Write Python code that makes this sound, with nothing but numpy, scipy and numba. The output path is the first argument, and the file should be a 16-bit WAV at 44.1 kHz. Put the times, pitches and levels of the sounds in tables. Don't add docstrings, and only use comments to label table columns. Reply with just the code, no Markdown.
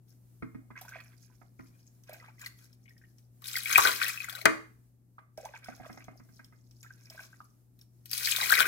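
import sys
import numpy as np
from scipy import signal
from scipy.fft import rfft, irfft, next_fast_len
from scipy.io import wavfile
from scipy.ndimage import uniform_filter1d, map_coordinates
from numba import njit

SR = 44100
rng = np.random.default_rng(int(sys.argv[2]) if len(sys.argv) > 2 else 0)


def transcribe(u):
    v = np.clip(np.atleast_2d(u).T, -1, 1)
    q = np.round(v * 32767).astype(np.int16)
    wavfile.write(sys.argv[1], SR, q)


N = 382347

# time in seconds, gurgle in dB, fizz in dB.
POURS = [
    [(3.41, -76, -60), (3.49, -66.5, -45), (3.62, -48.5, -44), (3.77, -32, -34), (3.89, -28.5, -33.5),
     (4.01, -39.5, -41.5), (4.09, -37, -39), (4.18, -58, -47.5), (4.24, -43, -55.5), (4.27, -57, -52.5),
     (4.33, -45, -63), (4.42, -50, -47.5), (4.44, -77, -80)],
    [(8.04, -88, -75.5), (8.1, -87.5, -54), (8.13, -70, -39.5), (8.29, -47, -32.5), (8.37, -46, -37.5),
     (8.42, -36, -33), (8.54, -34.5, -35), (8.62, -27, -37), (8.64, -32, -51), (8.67, -23.5, -32.5)],
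]
# start and hold in seconds, gurgle in dB, fizz in dB.
SLOSHES = [(0.07, 0.019, -88, -74), (0.75, 0.19, -57, -64), (1.16, .17, -84, -75), (1.62, 0.23, -79, -74.5),
           (2.056, 0.17, -56.5, -69), (2.38, 0.04, -58, -64), (2.576, 0.078, -70, -67),
           (5.367, 0.28, -57, -65.5), (5.677, 0.33, -65.5, -68.5), (6.82, 0.28, -70.5, -71),
           (7.114, 0.13, -65, -58.5)]
# start and hold in seconds, level in dB.
FOAMING = [(0.752, 0.85, -85.5), (1.498, 0.3, -84), (2.024, 1.18, -78.5), (5.396, 2.04, -75.5),
           (7.75, .25, -83)]

def flow():
    t = np.arange(N) / SR
    start, hold, *levels = np.transpose(SLOSHES)
    gain = np.array([swells(start, hold, db) for db in levels])
    gain[1] += swells(*np.transpose(FOAMING))
    for pour in POURS:
        at, *levels = np.transpose(pour)
        gain += np.array([undb(np.interp(t, at, db, -130, -130)) for db in levels])
    return 20 * np.log10(uniform_filter1d(gain, 200, axis=1) + 1e-7)


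# frequency in Hz, level in dB.
GURGLE_SPECTRUM = [(88, -50), (150, -21), (522, -28.5), (811, -35), (1120, -5.5), (1300, -8.5),
                   (1660, -0.5), (1820, -5), (2400, 2), (2740, -8.5), (5000, -15.5), (6500, -50),
                   (11000, -120)]

def gurgle(flow_db):
    return undb(flow_db) * bubble_cloud(440, 6000, GURGLE_SPECTRUM, count=7000, cycles=12,
                                        scatter_db=3, wash_db=-9.5, clump_db=6)


# frequency in Hz, level in dB.
SPRAY_SPECTRUM = [(700, -42), (1100, -20), (2500, -14), (3050, -17.5), (3900, -13), (8400, -14.5),
                  (14300, -8.5), (15800, -15), (16500, -36)]
FOAM_SPECTRUM = [(1500, -33), (3200, -24), (4300, -10.5), (5500, -1), (7000, -2.5), (8500, -12.5),
                 (11000, 0), (15000, -2), (16500, -17.5)]

def fizz(level_db, shared=0.12, crossover_db=-52.5):
    flat = [(2000, 0), (16000, 0)]
    both, left, right = (bubble_cloud(2400, 16000, flat, count=7000, cycles=12,
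                                      scatter_db=7.5, wash_db=-5, clump_db=5) for _ in range(3))
    grains = np.sqrt(shared) * both + np.sqrt(1 - shared) * np.array([left, right])
    spray = unit(colour(grains + undb(-3) * rng.standard_normal((2, N)), SPRAY_SPECTRUM))
    foam = unit(colour(grains, FOAM_SPECTRUM) * undb(4 * walk(30)))
    spray_share = 1 / (1 + undb(crossover_db - level_db))
    return undb(level_db) * (spray_share * spray + (1 - spray_share) * foam)


# start in seconds, level in dB, pitch in Hz.
PLINKS = [(0.703, -45, 1054), (0.754, -47, 1610), (0.768, -44, 2064), (0.813, -47.5, 736),
          (0.849, -48, 940), (0.88, -44.5, 1500), (0.92, -42.5, 1553), (0.956, -43, 670),
          (0.987, -47.5, 1910), (1.299, -65, 980), (1.414, -58, 714), (1.595, -45, 1220),
          (2.093, -41.5, 600), (2.126, -46, 620), (2.199, -45, 2010), (2.224, -48, 1250),
          (2.241, -47, 1240), (2.283, -52, 854), (2.381, -53, 2040), (2.409, -46, 1770), (2.461, -33, 2030),
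          (2.856, -53, 2130), (2.878, -52, 2210), (2.906, -53, 1900), (2.965, -59.5, 1820),
          (3.014, -55, 1690), (3.037, -52.5, 1810), (3.421, -48, 1165), (3.541, -39, 1400),
          (3.554, -23.5, 2062), (3.657, -23.5, 2300), (3.712, -25, 2290), (3.756, -6, 2420),
          (3.78, -7, 1168), (3.851, -16, 1500), (4.023, -26, 2270), (4.041, -28.5, 1820),
          (4.063, -26, 2630), (4.174, -31, 2580), (4.202, -29, 2490), (4.243, -33.5, 2046),
          (4.284, -34, 1386), (4.35, -41, 1470), (4.388, -44, 1320), (4.412, -38, 2170), (4.453, -24, 1880),
          (5.181, -41, 1208), (5.377, -37.5, 605), (5.455, -36, 872), (5.539, -44, 886), (5.658, -47, 1460),
          (5.684, -41, 694), (5.725, -45, 1440), (5.798, -44.5, 725), (5.851, -41.5, 1190),
          (5.896, -47, 738), (5.973, -50, 774), (6.081, -47, 709), (6.394, -49.5, 1600), (6.845, -48, 1350),
          (6.862, -46.5, 1695), (6.904, -43.5, 1545), (7.105, -56.5, 652), (7.145, -54.5, 625),
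          (7.205, -55, 660), (7.25, -65, 643), (7.176, -42.5, 1555), (7.192, -38, 1526), (7.328, -49, 1535),
          (7.403, -38.5, 1207), (8.171, -44, 2230), (8.271, -27.5, 2180), (8.272, -27.5, 1755),
          (8.322, -37, 2360), (8.362, -27, 3550), (8.384, -32.5, 1070), (8.416, -28, 1060),
          (8.412, -25, 3880), (8.43, -23.5, 2070), (8.503, -19, 1390), (8.522, -9, 1638),
          (8.55, -23.5, 2160), (8.603, -18, 1450), (8.614, -23.5, 1590), (8.653, -24, 1530)]

def plinks():
    at, db, hz = np.transpose(PLINKS)[..., None]
    t60 = .027 * (1000 / hz) ** .22
    delay, pitch, drop = rng.random((len(at), 3, 5)).swapaxes(0, 1)
    first = play(at, hz, undb(db), t60, rise=.002, glide=1.2)
    neighbours = play(at + .018 * delay, hz * .7 * 2.4 ** pitch, undb(db - 5.5 - 17 * drop),
                      .5 * t60, rise=.00021, glide=3.5)
    echo = play(at + .008, hz, undb(db - 11), 1.5 * t60, rise=.002, glide=1.5)
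    return first + neighbours + echo


# start in seconds, level in dB, pitch in Hz.
DROPLETS = [(0.8123, -32, 13800), (0.8525, -44, 11800), (0.891, -38, 6050), (1.003, -45.5, 4300),
            (2.036, -47.5, 6000), (2.093, -38.5, 11100), (2.132, -35, 13800), (2.415, -33.5, 7040),
            (2.446, -39, 5750), (2.4607, -27.5, 4380), (2.729, -48.5, 5330), (2.893, -49.5, 5300),
            (2.979, -51, 5300), (3.1834, -49, 5630), (3.4199, -41, 12100), (3.4417, -31.5, 3660),
            (3.457, -29.5, 3740), (3.4805, -25, 11050), (3.5313, -27, 7500), (3.564, -16.5, 4640),
            (3.67, -30, 13200), (3.727, -13, 6400), (3.7771, -6.5, 12300), (3.8482, -15.5, 6040),
            (4.0276, -19, 4520), (4.081, -19, 11700), (4.2428, -29.5, 7000), (4.288, -34, 8250),
            (4.2961, -26, 3500), (4.326, -32, 4650), (4.3515, -27.5, 3920), (4.387, -36.5, 4200),
            (4.4143, -33, 4200), (5.375, -36.5, 5600), (5.4516, -34.5, 6080), (5.644, -37.5, 5270),
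            (5.9277, -41.5, 5460), (6.042, -43, 6260), (6.4445, -43, 5360), (6.71, -48.5, 5570),
            (6.8293, -37.5, 7040), (7.0996, -34.5, 5300), (7.79, -48, 14000), (7.8122, -43, 5480),
            (8.0565, -33.5, 13400), (8.113, -21, 12500), (8.1315, -15.5, 4770), (8.1784, -18.5, 9650),
            (8.259, -22.5, 6600), (8.3624, -13.5, 3540), (8.499, -15, 4460), (8.519, -12, 13100),
            (8.553, -15.5, 3800), (8.5897, -18, 5100), (8.6037, -10, 3480), (8.6207, -27, 3800)]

def droplets():
    at, db, hz = np.transpose(DROPLETS)
    click = colour(burst(at, db - 3, t60=.09), SPRAY_SPECTRUM)
    bubble = play(at, hz, undb(db - 4.5), t60=.01, rise=.0004, glide=2.8)
    splatter = []
    for delay, spread, drop in rng.random((len(at), 2, 3, 10)).transpose(1, 2, 0, 3):
        late = at[:, None] + .006 * delay ** 2
        pitch = 2800 * 12 ** spread
        size = undb(db[:, None] - 13.5 - 9.9 * drop)
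        splatter.append(play(late, pitch, size, t60=24 / pitch, rise=3 / pitch, glide=7.9))
    return click + bubble + np.array(splatter)


# start in seconds, level in dB, the tub's thud in relative dB.
KNOCKS = [(0.423, -36.5, 1.5), (0.546, -46.5, 5.5), (0.705, -47, -1.5), (1.414, -52.5, -11),
          (1.592, -46, 2.5), (3.778, -19, -29.5), (3.849, -16.5, -40.5), (4.455, -5.5, -14.5),
          (5.184, -48, -18), (5.684, -42, -3.5), (5.798, -51, 4), (5.895, -40.5, -4.5), (5.973, -43.5, -8),
          (6.081, -43.5, -5.5), (6.199, -51, -2.5), (6.288, -57, -1.5), (6.392, -45, -12.5),
          (6.524, -54, -9.5)]
# pitch in Hz, level in dB, ring time in seconds (capped below).
POT_MODES = [(570, -17, 0.11), (645, -10, 0.42), (910, -10, 0.067), (1100, -0.5, 0.29), (1251, 5.5, 0.19),
             (1720, -4.5, 0.1), (1910, -10.5, 0.87), (2093, 2, 0.97), (2429, -9.5, 0.35),
             (2650, -31.5, 0.38), (2950, -27, 0.3), (4150, -21, 0.2), (5240, -24, 0.3), (4440, -32.5, 0.28)]
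TUB_MODES = [(75, -5.5, .15), (111, -4, 0.25), (159, 2.5, 0.05), (225, 1.5, 0.06), (260, -3, .2),
             (312, -2.5, .25), (326, -1, .3), (438, -2, .3)]

def knocks(longest_ring_s=.33):
    at, db, thud_db = np.transpose(KNOCKS)[..., None]
    crack = colour(burst(at, 2.15 * db - .5, t60=.021),
                   [(150, -31.5), (400, 14.5), (1200, 6.5), (2500, 4.5), (5000, 2.5), (16000, -11)])
    favoured_hz = 380 * 2 ** (.02 * db)
    tub_db = db + thud_db - 6 - 18 * np.abs(np.log2(np.array(TUB_MODES)[:, 0] / favoured_hz))
    clatter = burst(at, db - 2.5, t60=.082) + burst(at, db - 16.5, t60=.27)
    out = crack + colour(clatter, [(150, -26), (300, -5.5), (650, -3.5), (800, -7), (1200, 8),
                                   (2300, -.5), (2900, -18), (5000, -25.5), (16000, -49)])
    for modes, blow_db, touch_s, ring_db in ((POT_MODES, db - 18, .04, -12.5), (TUB_MODES, tub_db, .1, -5)):
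        hz, mode_db, t60 = np.transpose(modes)
        strength, delay, detune = rng.standard_normal((len(at), 3, len(hz))).swapaxes(0, 1)
        size = undb(blow_db + mode_db + 1.5 * strength)
        late = at + .0012 * np.abs(delay)
        hz = hz * (1 + .0076 * detune)
        out += play(late, hz, size, touch_s, rise=.002)
        ring_size = size * undb(ring_db - .1244 * db)
        out += play(late, hz, ring_size, np.minimum(t60, longest_ring_s), rise=.00095)
    return out


# start in seconds, level in dB.
GLUGS = [(.55, -73), (.81, -64), (.95, -74), (1.41, -78), (2.09, -58), (3.76, -58), (4.275, -59),
         (4.319, -56), (4.42, -67), (5.37, -47.5), (5.68, -56), (5.8, -56), (5.89, -62), (6.08, -68),
         (7.13, -68), (7.21, -69.5), (8.41, -60), (8.5, -54), (8.61, -60)]
# frequency in Hz, level in dB.
GLUG_SPECTRUM = [(300, -35), (480, -5), (620, -3), (750, -3), (950, -20), (1500, -47)]

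def glugs():
    at, db = np.transpose(GLUGS)
    pockets = bubble_cloud(480, 850, GLUG_SPECTRUM, count=1200, cycles=14,
                           scatter_db=7, wash_db=-7.5, clump_db=4.5)
    return pockets * swells(at, 0, db, attack_s=.011, fade_db_s=149.5)


# frequency in Hz, level in dB.
DRUM_SPECTRUM = [(40, -22), (100, -5.5), (200, -6.5), (380, 4), (520, -7), (900, -45.5)]

def drumming(flow_db):
    level_db = -11.5 + 1.5 * flow_db + 2.5 * walk(25)
    return undb(level_db) * unit(colour(rng.standard_normal(N), DRUM_SPECTRUM))


# frequency in Hz, gain in dB.
ROOM_SPECTRUM = [(100, 8), (1000, -2.5), (2500, -3.5), (3500, -3.5), (8000, -4.5), (16000, -8.5)]

def reflections(x):
    t = np.arange(SR // 2) / SR
    tail = np.zeros((2, N))
    for t60, db, rise in ((.026, .5, .001), (.36, -5.5, .012)):
        part = rng.standard_normal((2, len(t))) * 1000 ** (-t / t60) * np.minimum(t / rise, 1)
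        tail[:, :len(t)] += undb(db) * unit(part) / np.sqrt(len(t))
    return signal.fftconvolve(x[None], colour(tail, ROOM_SPECTRUM)[:, :len(t)], axes=1)[:, :N]


# frequency in Hz, level in dB.
FRIDGE_HUM = [(59.9, -77.5), (119.8, -59.5), (179.7, -79), (239.6, -80), (359.4, -87)]

def fridge():
    t = np.arange(N) / SR
    waver = undb(1.1 * walk(4))
    hum = sum(undb(db) * np.sin(2 * np.pi * (hz * t + rng.random())) for hz, db in FRIDGE_HUM)
    return np.sqrt(2) * waver * hum * undb([[1.8], [-1.8]])


# frequency in Hz, level in dB.
ROOM_TONE_SPECTRUM = [(20, -25), (50, -12.5), (85, -17), (130, -17.5), (250, -17), (480, -32.5), (700, -36),
                      (1000, -42.5), (3200, -52), (6000, -48.5), (14800, -43.5), (16500, -55)]

def room_tone():
    mid, side = rng.standard_normal((2, N))
    side = colour(side, [(60, -7), (600, -4), (16000, 3.5)])
    air = undb(-66) * unit(colour(np.array([mid + side, mid - side]), ROOM_TONE_SPECTRUM))
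    treble = signal.lfilter(*signal.butter(1, 1500, "high", fs=SR), air)
    return air + treble * (undb(2 * walk(12)) - 1)


# start and hold in seconds, share of the amplitude lost.
DIPS = [(4.902, 0.62, 0.27), (7.5, 0.41, 0.19)]

def background(ramp_s=.1):
    t = np.arange(N) / SR
    dip = sum(lost * np.clip(np.minimum(t - at, at + hold - t) / ramp_s + 1, 0, 1)
              for at, hold, lost in DIPS)
    return (1 - dip) * (fridge() + room_tone())


def bubble_cloud(low_hz, top_hz, spectrum, count, cycles, scatter_db, wash_db, clump_db):
    when, pitch, strength, length = rng.random((count, 4)).T
    hz = low_hz * (top_hz / low_hz) ** pitch
    size = undb(-scatter_db * np.log(strength + .04))
    grains = play(when * N / SR, hz, size, t60=cycles * (.5 + length) / hz, rise=2 / hz, glide=.012 * hz)
    wash = colour(rng.standard_normal(N), [(low_hz, 0), (top_hz, -3 * np.log2(top_hz / low_hz))])
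    cloud = colour(unit(grains) + undb(wash_db) * unit(wash), spectrum)
    return unit(cloud * undb(clump_db * walk(45)))


def swells(starts, holds, db, attack_s=.014, fade_db_s=150):
    grid = np.arange(0, N, 64)
    age = grid / SR - starts[:, None]
    fading_s = np.maximum(age - attack_s - np.asarray(holds)[..., None], 0)
    gain = np.clip(age / attack_s, 0, 1) ** 2 * undb(db[:, None] - fade_db_s * fading_s)
    return np.interp(np.arange(N), grid, gain.sum(axis=0))


def burst(at, db, t60):
    hits = np.zeros(N)
    hits[(at * SR).astype(int)] = undb(db)
    return signal.lfilter([1], [1, -1000 ** (-1 / (t60 * SR))], hits) * rng.standard_normal(N)


def play(at, hz, size, t60, rise, glide=0):
    columns = np.broadcast_arrays(at, np.minimum(hz, SR / 2.5), size, t60, np.maximum(rise, 1 / SR), glide)
    return rings(*(np.ascontiguousarray(c, float).ravel() for c in columns), N)


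@njit
def rings(at, hz, size, t60, rise, glide, n):
    out = np.zeros(n)
    for e in range(len(at)):
        phase, gain, start = 0., size[e], int(at[e] * SR)
        fade = 1000 ** (-1 / (t60[e] * SR))
        for i in range(min(int((rise[e] + t60[e]) * SR), n - start)):
            t = i / SR
            phase += 2 * np.pi * hz[e] * (1 + glide[e] * t) / SR
            if t > rise[e]:
                gain *= fade
            out[start + i] += gain * min(t / rise[e], 1.) ** 2 * np.sin(phase)
    return out


def colour(x, points):
    hz, db = np.transpose(points)
    size = next_fast_len(N)
    f = np.maximum(np.fft.rfftfreq(size, 1 / SR), 1)
    return irfft(rfft(x, size) * undb(np.interp(np.log(f), np.log(hz), db)), size)[..., :N]


def walk(rate):
    hold = int(SR / rate)
    steps = np.repeat(rng.standard_normal(N // hold + 1), hold)
    return unit(uniform_filter1d(uniform_filter1d(steps, hold), hold)[:N])


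def undb(db):
    return 10 ** (np.asarray(db) / 20)


def unit(x):
    return x / np.sqrt(np.mean(x ** 2))


# time in seconds, lag at the right microphone in milliseconds, left minus right in dB.
POSITION = [(0, 0.14, 8), (1.4, 0.021, -13), (1.55, 0.45, 4.5), (2, 0.13, -4.5), (2.8, 0.17, 7),
            (3, 0.51, 3), (4.4, 0.51, 9.5), (4.899, 0.5, -1.5), (5.3, 0.098, -2.5), (7.8, .14, -0.5),
            (8, 0.44, 4.5), (8.67, 0.53, 11)]

def scene():
    flow_db, fizz_db = flow()
    stream = gurgle(flow_db) + glugs() + drumming(flow_db) + fizz(fizz_db)
    left, right = stream + plinks() + droplets() + knocks()
    t = np.arange(N) / SR
    at, lag_ms, pan_db = np.transpose(POSITION)
    lag = np.interp(t, at, lag_ms) * SR / 1000
    pan_db = np.interp(t, at, pan_db)
    right = map_coordinates(right, [np.arange(N) - lag], order=3)
    right = signal.lfilter(*signal.butter(1, 9620, fs=SR), right)
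    direct = np.array([left * undb(1 + pan_db / 2), right * undb(1 - pan_db / 2)])
    return direct + reflections(left) + background()


def record(dry):
    x = signal.lfilter(*signal.butter(1, 45, "high", fs=SR), dry)
    return signal.sosfilt(signal.ellip(12, .2, 110, 15900, fs=SR, output="sos"), np.clip(x, -1, 1))


dry = scene()
out = record(dry)
transcribe(out)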